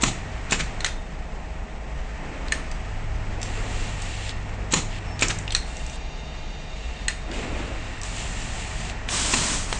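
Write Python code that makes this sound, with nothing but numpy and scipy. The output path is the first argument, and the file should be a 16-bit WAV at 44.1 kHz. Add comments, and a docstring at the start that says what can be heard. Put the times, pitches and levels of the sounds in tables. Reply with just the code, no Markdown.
"""A pneumatic labelling machine in a small workshop, close to a phone microphone. Over motor hum and
a fan, a solenoid valve pops and vents as the cylinder goes out and back, and the slide clacks on its stop.
The label clamp snaps shut, then rollers draw the rubbing label web. From 4.7 s the cycle runs again,
now with a roller's squeak and a stepper's whine ahead of the clamp. At 9 s an air jet blows
and the valve starts a third cycle."""
import sys
import numpy as np
from scipy import signal
from scipy.fft import irfft, next_fast_len
from scipy.io import wavfile
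from scipy.ndimage import uniform_filter1d

SR = 44100
rng = np.random.default_rng(int(sys.argv[2]) if len(sys.argv) > 2 else 0)


def put_to_file(sound):
    """Save the sound as 16-bit audio at rate SR, in the file named by the first command-line argument."""
    columns = np.atleast_2d(sound).T  # one column per channel
    safe = np.clip(columns, -1, 1)
    whole_steps = np.round(safe * 32767)
    wavfile.write(sys.argv[1], SR, whole_steps.astype(np.int16))


N = 431738
TIME = np.arange(N) / SR
AFTER = np.arange(SR // 4) / SR  # seconds after a blow
LEAD_IN_S = .03  # a faint hiss starts this long before each pop
TOP_HZ = 9750  # upper limit of the phone microphone


# click of the solenoid's armature: f/Hz, level/dB
ARMATURE_COLOUR = [(2400, -23), (3400, -6), (4800, -20), (6300, -10), (7100, -4.5), (8000, -4), (9300, -25)]
def valve(switches, flow, port, modes, click_db, knock_db, seat_s, seat_db, pop_db, pop_s):
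    """The armature clicks, air vents through the port with a pressure pop, the spool knocks and seats."""
    out = np.zeros(N)
    for s, db in switches:
        gain = amp(db)
        add(out, s - .0112, gain * amp(click_db) * noise(ARMATURE_COLOUR, len(AFTER)) * fade(0.038))
        add(out, s - LEAD_IN_S, gain * noise(port, len(AFTER)) * flow)
        add(out, s, -gain * amp(pop_db) * np.sin(np.pi * AFTER / pop_s) * np.exp(-AFTER / pop_s))
        add(out, s + pop_s / 2, gain * amp(knock_db) * ring(modes, tilt_db=-2.5))
        add(out, s + seat_s, gain * amp(seat_db) * ring(modes))
    return out


def airflow(lead_in_db, gust_db, gust_rise_s, gust_t60,
            puff_s, puff_rise_s, puff_hold_s, puff_db, puff_t60):
    """Envelope of one stroke: a faint hiss, a gust as the chamber vents, a puff as the piston lands."""
    t = AFTER - LEAD_IN_S
    lead_in = amp(lead_in_db) * gate(-LEAD_IN_S, 0, LEAD_IN_S / 2, gust_t60, t)
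    gust = amp(gust_db) * gate(0, gust_rise_s, gust_rise_s, gust_t60, t)
    puff = amp(puff_db) * gate(puff_s - puff_rise_s, puff_s + puff_hold_s, puff_rise_s, puff_t60, t)
    return np.sqrt(lead_in ** 2 + gust ** 2 + puff ** 2)


# valve switches for the outward stroke: t/s, level/dB
PUSHES = [(0.0333, -13), (4.735, -12.5), (9.336, -15)]
# its exhaust port: f/Hz, level/dB
PUSH_PORT = [(71, -18), (120, 3), (167, 4), (216, -9.5), (369, -15.5), (486, -17), (909, -9), (1760, -16.5),
             (2010, -10.5), (3480, -12), (3960, -13), (4770, -18), (7010, -11), (8750, -21), (9770, -50),
             (12700, -68), (21500, -120)]
# valve body as it opens: f/Hz, level/dB, t60/s
OPEN_MODES = [(190, -21, 0.018), (722, -8.5, 0.039), (1120, -1.5, 0.048), (1820, -6, 0.044),
              (2546, 2, 0.051), (4160, -1, 0.023), (6830, 6, .02), (7300, 2.5, .02)]
def push_strokes():
    """The valve opens with a short gust and pushes the cylinder out."""
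    flow = airflow(lead_in_db=-16.5, gust_db=2, gust_rise_s=0.005, gust_t60=0.03,
                   puff_s=0.036, puff_rise_s=0.03, puff_hold_s=0.017, puff_db=-12, puff_t60=0.073)
    return valve(PUSHES, flow, PUSH_PORT, OPEN_MODES,
                 click_db=-6.5, knock_db=6.5, seat_s=.004, seat_db=3, pop_db=5, pop_s=0.00211)


# valve switches for the return stroke: t/s, level/dB
RETURNS = [(0.5209, -14), (5.2219, -14)]
# its exhaust port: f/Hz, level/dB
RETURN_PORT = [(71, -25), (120, -3), (343, -6.5), (892, -9.5), (1760, 0.5), (2080, -6), (2320, -2),
               (3060, -4.5), (3750, -6.5), (4110, -8), (5620, -12), (6280, -8), (7280, -14), (8590, -15),
               (9770, -47), (12700, -68), (21500, -120)]
# valve body as it shuts: f/Hz, level/dB, t60/s
SHUT_MODES = [(189, -4.5, 0.019), (1020, -8, 0.023), (1850, -13, 0.028), (2240, -2, 0.061),
              (2575, 8, 0.016), (5450, -1, .025), (6950, 6, 0.021), (7540, 0.5, 0.034)]
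def return_strokes():
    """The valve shuts with a longer gust and lets the cylinder back."""
    flow = airflow(lead_in_db=-19, gust_db=-2, gust_rise_s=0.00082, gust_t60=0.11,
                   puff_s=.081, puff_rise_s=.014, puff_hold_s=.009, puff_db=-10, puff_t60=0.038)
    return valve(RETURNS, flow, RETURN_PORT, SHUT_MODES,
                 click_db=-8.5, knock_db=8.5, seat_s=0.0083, seat_db=7.5, pop_db=1.5, pop_s=0.00095)


# the machine's frame: f/Hz, level/dB, t60/s
FRAME_MODES = [(1420, 2, .3), (1810, -6, .25), (3661, 0.5, 0.5), (3840, -5, 0.23), (6400, -10, .23)]
def clacks(hits, modes, colour, ring_db, crack_db, crack_t60):
    """Metal cracks on metal and rings, more after a square blow; the frame rings on, loose parts shiver."""
    out = np.zeros(N)
    shiver_colour = [(600, -14.5), (1600, 5.5), (3000, 0.5), (7000, -4.5), (9000, -13)]
    for s, db, tilt_db, square_db, frame_db in hits:
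        crack = amp(crack_db) * noise(colour, len(AFTER), tilt_db) * fade(crack_t60)
        body = amp(ring_db + square_db) * ring(modes, tilt_db)
        frame = amp(frame_db) * ring(FRAME_MODES)
        shiver = amp(-20) * noise(shiver_colour, len(AFTER)) * fade(0.2)
        add(out, s, amp(db) * (crack + body + frame + shiver) * onset())
    return out


# blows on the end stop: t/s, level/dB, tilt/(dB/octave), ring/dB, frame/dB
SLIDE_HITS = [(.8052, -19.5, -3.5, -2, -16), (.8451, -6.5, -3.5, -7.5, -26), (.8615, -11, -3, -11, -24.5),
              (5.5489, -9, 2, 4, -30), (5.5645, -18, 0, -1, -27)]
# the slide's ring: f/Hz, level/dB, t60/s
SLIDE_MODES = [(1110, -11, 0.036), (1450, -24, 0.03), (1780, -12, 0.045), (2510, -6, 0.036),
               (3530, -2, 0.039), (3910, 2, 0.034), (4220, 10.5, 0.021), (5730, 0, 0.027),
               (6300, -7.5, 0.022), (7600, -9, 0.019)]
# its crack of many short modes: f/Hz, level/dB
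SLIDE_CRACK = [(290, -40), (500, -10.5), (1080, -17), (1490, 5), (1630, -32), (1800, 10.5), (2280, -9),
               (2520, -8), (3190, -2), (4300, -4), (4930, -19), (6240, 3), (8740, -4), (9410, -54),
               (9770, -56), (12700, -81), (21500, -120)]
def slide():
    """The slide meets its end stop and rebounds."""
    return clacks(SLIDE_HITS, SLIDE_MODES, SLIDE_CRACK, ring_db=1, crack_db=-6, crack_t60=0.027)


# blows of the clamp: t/s, level/dB, tilt/(dB/octave), ring/dB, frame/dB
CLAMP_HITS = [(2.5213, -8.5, 2.5, 2, -34), (7.0819, -8.5, 4, 3.5, -34)]
# the clamp's ring: f/Hz, level/dB, t60/s
CLAMP_MODES = [(1320, -18, 0.053), (1787, -0.5, 0.096), (1860, -6, 0.045), (2020, 0.5, 0.04),
               (2530, -5, 0.033), (2840, 2, 0.016), (3390, -5.5, 0.022), (4154, -1.5, 0.031),
               (6500, -0.5, 0.015), (6930, -6, .02), (7930, -6, 0.0064)]
# its crack: f/Hz, level/dB
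CLAMP_CRACK = [(290, -51), (500, 2), (1140, -18), (1400, -14), (1610, -11), (1760, 20), (2000, 3),
               (2280, 1), (2460, -34), (3940, -16.5), (4190, -24), (4690, -43), (8110, -5), (9770, -22),
               (12700, -63), (21500, -120)]
def clamp():
    """The label clamp snaps shut against its stop."""
    return clacks(CLAMP_HITS, CLAMP_MODES, CLAMP_CRACK, ring_db=-2.5, crack_db=-1, crack_t60=0.02)


# light ticks, with a short hiss at 2.71 s and a brief rasp at 4.29 s, each one broad resonance: t/s, level/dB,
# centre f/Hz, width/Hz
TICKS = [(2.4834, -23, 4200, 2000), (2.714, -26, 4470, 6000), (3.4157, -22, 5000, 6000),
         (3.4293, -16.5, 6000, 8000), (4.0204, -25, 6950, 5000), (4.2926, -19.5, 3700, 1200),
         (5.1928, -17.5, 4500, 6000), (5.2834, -10, 7100, 3500), (5.3866, -24, 7300, 2000),
         (5.478, -18, 2840, 600), (5.5056, -19, 3700, 1000), (5.521, -20, 7400, 1500),
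         (5.5234, -17.5, 3040, 800), (5.7684, -25, 6950, 4000), (5.864, -27, 7040, 3000),
         (5.8977, -26, 6000, 5000), (7.3144, -22, 3400, 3000), (8.015, -22.5, 6500, 5000),
         (8.0335, -19, 6600, 5000), (8.8974, -22.5, 3500, 3000), (9.0875, -15, 2530, 900),
         (9.7269, -9, 1400, 3500)]
def ticks():
    """A faint tick comes just before the clamp's first snap; a short hiss follows at 2.71 s and a brief rasp at
    4.29 s; the other later ones are levers and springs."""
    out = np.zeros(N)
    hz = np.geomspace(300, 10000, num=80)
    rolloff_db = np.interp(hz, [2000, 8000, 10000], [3, 0, -18])
    for s, db, centre_hz, width_hz in TICKS:
        detuning = (hz ** 2 - centre_hz ** 2) / (hz * width_hz)
        colour = np.column_stack([hz, rolloff_db - 12 * np.log10(1 + detuning ** 2)])
        tick = noise(colour, len(AFTER)) * fade(0.016) * onset()
        add(out, s, amp(db) * tick / np.abs(tick).max())
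    return out


# stretches of rubbing, the feed's long pulls and one brief soft rub at 4.9 s:
# start t/s, stop t/s, level/dB, tilt/(dB/octave), growth/(dB/s)
RUBS = [(3.42, 4.336, -40.5, 0, 3.5), (4.9, 4.993, -45.5, -4, 0), (5.659, 5.972, -48.5, 6, 4),
        (6.75, 7.067, -49.5, -2.5, -4), (7.312, 8.018, -43.5, -2.5, -15), (8.02, 8.934, -39.5, 2.5, 0)]
# colour of the rubbing: f/Hz, level/dB
RUB_COLOUR = [(900, -10), (1550, -16), (1870, -3), (2150, 1.5), (2750, 4.5), (3250, 0), (4200, -2),
              (5200, -6), (6400, -4), (7400, 0.5), (8300, -7), (9100, -10), (9700, -43)]
def rubbing():
    """Grainy rubbing; in the long pulls the web runs over the rollers and rasps as it tightens."""
    out = np.zeros(N)
    rasp_colour = [(2300, -10), (3000, -2.5), (4000, -5), (4700, -7)]
    rasp_end_db, rasp_db_per_s = -4.5, 14  # relative to the rubbing
    for start, stop, db, tilt_db, db_per_s in RUBS:
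        size = int((stop - start) * SR)
        t = start + TIME[:size]
        rasp = noise(rasp_colour, size) * amp(rasp_end_db - rasp_db_per_s * (stop - t))
        rub = noise(RUB_COLOUR, size, tilt_db)
        envelope = amp(db + db_per_s * (t - t.mean())) * signal.windows.tukey(size, .08)
        add(out, start, envelope * (rub + rasp))
    return out * amp(0.63 * walk(300) + 1.3 * walk(13))


# blasts of the air jet: start t/s, stop t/s, level/dB
JETS = [(9.076, 9.535, -24.5), (9.682, 9.76, -37.5)]
# its hiss at the microphone: f/Hz, level/dB
JET_COLOUR = [(65, -34), (110, -12), (179, -4.5), (224, 2), (450, -11), (607, -4.5), (820, -9),
              (1030, -2.5), (1240, -6.5), (2100, -7.5), (2990, -5.5), (4700, -7.5), (6970, -4),
              (8100, -3.5), (9770, -18.5), (12700, -50), (21500, -120)]
def air_jet():
    """The jet opens, blows with a slight flutter and bleeds off."""
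    blasts = sum(amp(db) * gate(start, stop, attack_s=0.054, t60=0.67) for start, stop, db in JETS)
    return noise(JET_COLOUR) * blasts * amp(0.34 * walk(90))


# low rushes of air: start t/s, stop t/s, level/dB
RUSHES = [(2.15, 2.563, -40.5), (3.206, 3.75, -42), (4.384, 4.617, -43), (7.227, 7.61, -33.5)]
# their colour: f/Hz, level/dB
RUSH_COLOUR = [(130, -24), (220, 3), (400, -1), (620, -4), (900, -13.5), (1400, -11.5), (2500, -14),
               (4000, -30.5)]
def air_rushes():
    """Dull rushes of air swell, hold and die away."""
    swells = sum(amp(db) * gate(start, stop, attack_s=0.13, t60=1.25) for start, stop, db in RUSHES)
    return noise(RUSH_COLOUR) * swells * amp(1.2 * walk(40))


def bench_boom():
    """Each stroke jolts the bench, which booms on briefly."""
    colour = [(110, -0.5), (160, 3.5), (230, -9), (400, -10)]
    jolts = sum(amp(db - 18.5) * gate(s, s + .02, attack_s=.02, t60=1) for s, db in PUSHES + RETURNS)
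    return noise(colour) * jolts


# partials of the stepper's whine: f/Hz, level/dB
WHINE_PARTIALS = [(1650, -11), (2094, -8), (2428, -4.5), (2762, -3), (2900, -7.5), (3060, -11.5),
                  (3671, -1.5), (3860, -14), (4020, -8), (4480, -13.5), (4635, -8), (5790, -15.5),
                  (6570, -11.5)]
def stepper():
    """Partials waver together with the shaft, each with a rough fringe, over a soft hiss."""
    shaft_phase = 2 * np.pi * np.cumsum(1 + 0.000797 * walk(6)) / SR
    whine = sum(amp(db) * (np.sqrt(2) * np.sin(hz * shaft_phase) + amp(-3) * sing(hz, width_hz=42))
                for hz, db in WHINE_PARTIALS)
    hiss = amp(3.5) * noise([(2200, 1), (3000, 1.5), (4500, -2), (7000, -5.5), (9000, -24.5)])
    return amp(-53.5) * (whine + hiss) * gate(5.54, 6.8, attack_s=0.28, t60=8)


def roller_squeak():
    """A guide roller squeaks once."""
    squeak = tone(5405, waver=.0012, flutter_db=1.2, rate=120)
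    return amp(-46.5) * squeak * gate(5.04, 5.125, attack_s=0.09, t60=0.21)


# current in the coil: on t/s, off t/s, level/dB
COIL_ON = [(0, 0.914, -41.5), (2.764, 5.54, -36), (7.35, 9.79, -40)]
def coil_buzz():
    """A coil buzzes at twice the mains rate while it is switched on."""
    powered = sum(amp(db) * gate(on, off, attack_s=0.086, t60=.2) for on, off, db in COIL_ON)
    return tone(100, waver=0.00089, flutter_db=0.45, rate=3.7) * powered


def drive(load_db):
    """Friction rings the drive housing; during each rub its low note gains and a high one joins."""
    in_rub = np.max([gate(start, stop, attack_s=.05, t60=1) for start, stop, *_ in RUBS], axis=0)
    low = sing(1851, width_hz=110) * amp(load_db - 10 + 3.5 * in_rub)
    high = sing(2727, width_hz=90) * amp(-52.5) * in_rub
    return low + high


# motor and fan tones: f/Hz, level/dB
HUM_TONES = [(53.8, -39.5), (74, -48), (149.5, -52.5), (441.4, -65), (538.3, -59), (635.2, -52.5),
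             (716, -71.5), (872, -55.5), (1227, -62.5)]
def motor_hum():
    """Motor and fan hum throughout, each tone wavering slightly."""
    return sum(amp(db) * tone(hz, waver=0.0031, flutter_db=1.5, rate=7) for hz, db in HUM_TONES)


# the bench's rumble: f/Hz, level/dB
RUMBLE_COLOUR = [(15, -9.5), (25, 2), (40, -5.5), (60, -5), (85, -19.5), (130, -26), (220, -31)]
def bench_rumble():
    """The bench rumbles throughout and swells once, around 3.3 s."""
    swell_db = 4 * np.exp(-((TIME - 3.27) / 0.64) ** 2)
    return noise(RUMBLE_COLOUR) * amp(-31.5 + swell_db)


# the fan's draught: f/Hz, level/dB
FAN_COLOUR = [(65, -32), (110, -6.5), (140, 0), (363, -11), (440, -8), (485, -11.5), (600, -12.5),
              (617, -11.5), (727, -7), (1100, -18), (1430, -30), (2420, -120)]
def fan(load_db):
    """The fan blows, its level following a share of the load's swing."""
    return noise(FAN_COLOUR) * amp(-40 + 0.29 * (load_db - load_db.mean()) + walk(8.3))


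# the gearing's whirr: f/Hz, level/dB
GEAR_COLOUR = [(700, -4.5), (1000, -0.5), (1250, 0.5), (1600, -0.5), (1870, 2), (2200, 0.5), (2700, -2),
               (3300, -8.5), (4500, -12.5), (7300, -14), (8300, -16.5), (9000, -43)]
def gearing(load_db):
    """The gears run on, louder under load."""
    return noise(GEAR_COLOUR) * amp(load_db + 2.5 + 0.78 * walk(60))


# level of the running gear as the load changes: t/s, level/dB
LOAD = [(0.0, -43.5), (0.83, -44), (1.01, -48), (1.81, -48), (2.49, -43.5), (3.15, -46), (3.58, -41.5),
        (4.69, -45.5), (5.29, -43.5), (6.13, -50), (7.16, -47.5), (7.44, -44.5), (8.62, -42), (9.05, -42.5)]
def running_machine():
    """The bed behind the strokes; drive, fan and gearing follow the load."""
    load_db = np.interp(TIME, *np.transpose(LOAD))
    tones = motor_hum() + coil_buzz() + roller_squeak() + drive(load_db)
    return tones + bench_rumble() + fan(load_db) + gearing(load_db)


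def room(x, db):
    """Panels and walls near the microphone answer with a short dense tail."""
    colour = [(150, 1.5), (1500, -2.5), (4000, 0), (10000, 0.5)]
    tail = noise(colour, len(AFTER)) * fade(t60=0.36) * (AFTER > .004)
    tail /= np.sqrt(np.sum(tail ** 2) * SR / (2 * TOP_HZ))  # about unity gain in the microphone's band
    return x + amp(db) * signal.fftconvolve(x, tail)[:N]


def amp(db):
    """Decibels to gain."""
    return np.exp(np.asarray(db) * np.log(10) / 20)


def unit(x):
    """Scale to rms 1."""
    return x / np.sqrt(np.mean(x ** 2))


def add(track, s, sound):
    """Mix a sound into the track at time s."""
    start = max(int(s * SR), 0)
    part = sound[:N - start]
    track[start:start + len(part)] += part


def noise(colour, size=N, tilt_db=0):
    """Noise of rms 1 with a colour (f/Hz, level/dB) that falls 30 dB an octave beyond its ends."""
    hz, db = np.transpose(colour)
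    length = next_fast_len(size)
    octave = np.log2(np.maximum(np.fft.rfftfreq(length, 1 / SR), 1))
    outside = np.abs(octave - np.clip(octave, np.log2(hz[0]), np.log2(hz[-1])))
    gain = amp(np.interp(octave, np.log2(hz), db) + tilt_db * octave - 30 * outside)
    return unit(irfft(gain * np.exp(2j * np.pi * rng.random(len(gain))), length)[:size])


def walk(rate):
    """Smooth random drift of rms 1 that turns rate times a second."""
    step = int(SR / rate)
    return unit(uniform_filter1d(np.repeat(rng.standard_normal(N // step + 2), step), step)[:N])


def onset():
    """The quick rise of a blow."""
    return 1 - np.exp(-AFTER / 0.00032)


def fade(t60):
    """Exponential decay after a blow."""
    return np.exp(-np.log(1000) * AFTER / t60)


def gate(start, stop, attack_s, t60, t=TIME):
    """Rise from start, hold until stop, then die away."""
    return np.clip((t - start) / attack_s, 0, 1) * np.exp(-np.log(1000) * np.maximum(t - stop, 0) / t60)


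def ring(modes, tilt_db=0):
    """Damped modes with peak 1; no two blows land on quite the same spot."""
    out = np.zeros(len(AFTER))
    for k, (hz, db, t60) in enumerate(modes):
        scatter_db, detune = rng.standard_normal(2) * (0.87, 0.0036)
        gain = (-1) ** k * amp(db + scatter_db + tilt_db * np.log2(hz))
        out += gain * fade(t60) * np.sin(2 * np.pi * hz * (1 + detune) * AFTER)
    return out / np.abs(out).max()


def tone(hz, waver, flutter_db, rate):
    """A sine of rms 1 that wavers in pitch and level."""
    phase = 2 * np.pi * np.cumsum(hz * (1 + waver * walk(rate))) / SR
    return unit(np.sin(phase) * amp(flutter_db * walk(rate)))


def sing(hz, width_hz):
    """A narrow resonance kept ringing by friction; rms near 1."""
    phase = 2 * np.pi * hz * TIME
    return walk(2 * width_hz) * np.cos(phase) + walk(2 * width_hz) * np.sin(phase)


def scene():
    """Close up, in mono: strokes and their reflections over the machine's steady running."""
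    valves = push_strokes() + return_strokes()
    metal = slide() + clamp()
    strokes = room(valves + ticks(), db=-6) + room(metal, db=-11) + bench_boom()
    return (strokes + rubbing() + air_jet() + air_rushes() + stepper() + running_machine())[None]


def record(dry):
    """The phone, close to the machine, rounds the loudest peaks and cuts the top."""
    rounded = np.tanh(0.87 * dry) / 0.93
    return signal.sosfilt(signal.ellip(10, .2, 80, TOP_HZ, fs=SR, output="sos"), rounded)


dry = scene()
out = record(dry)
put_to_file(out)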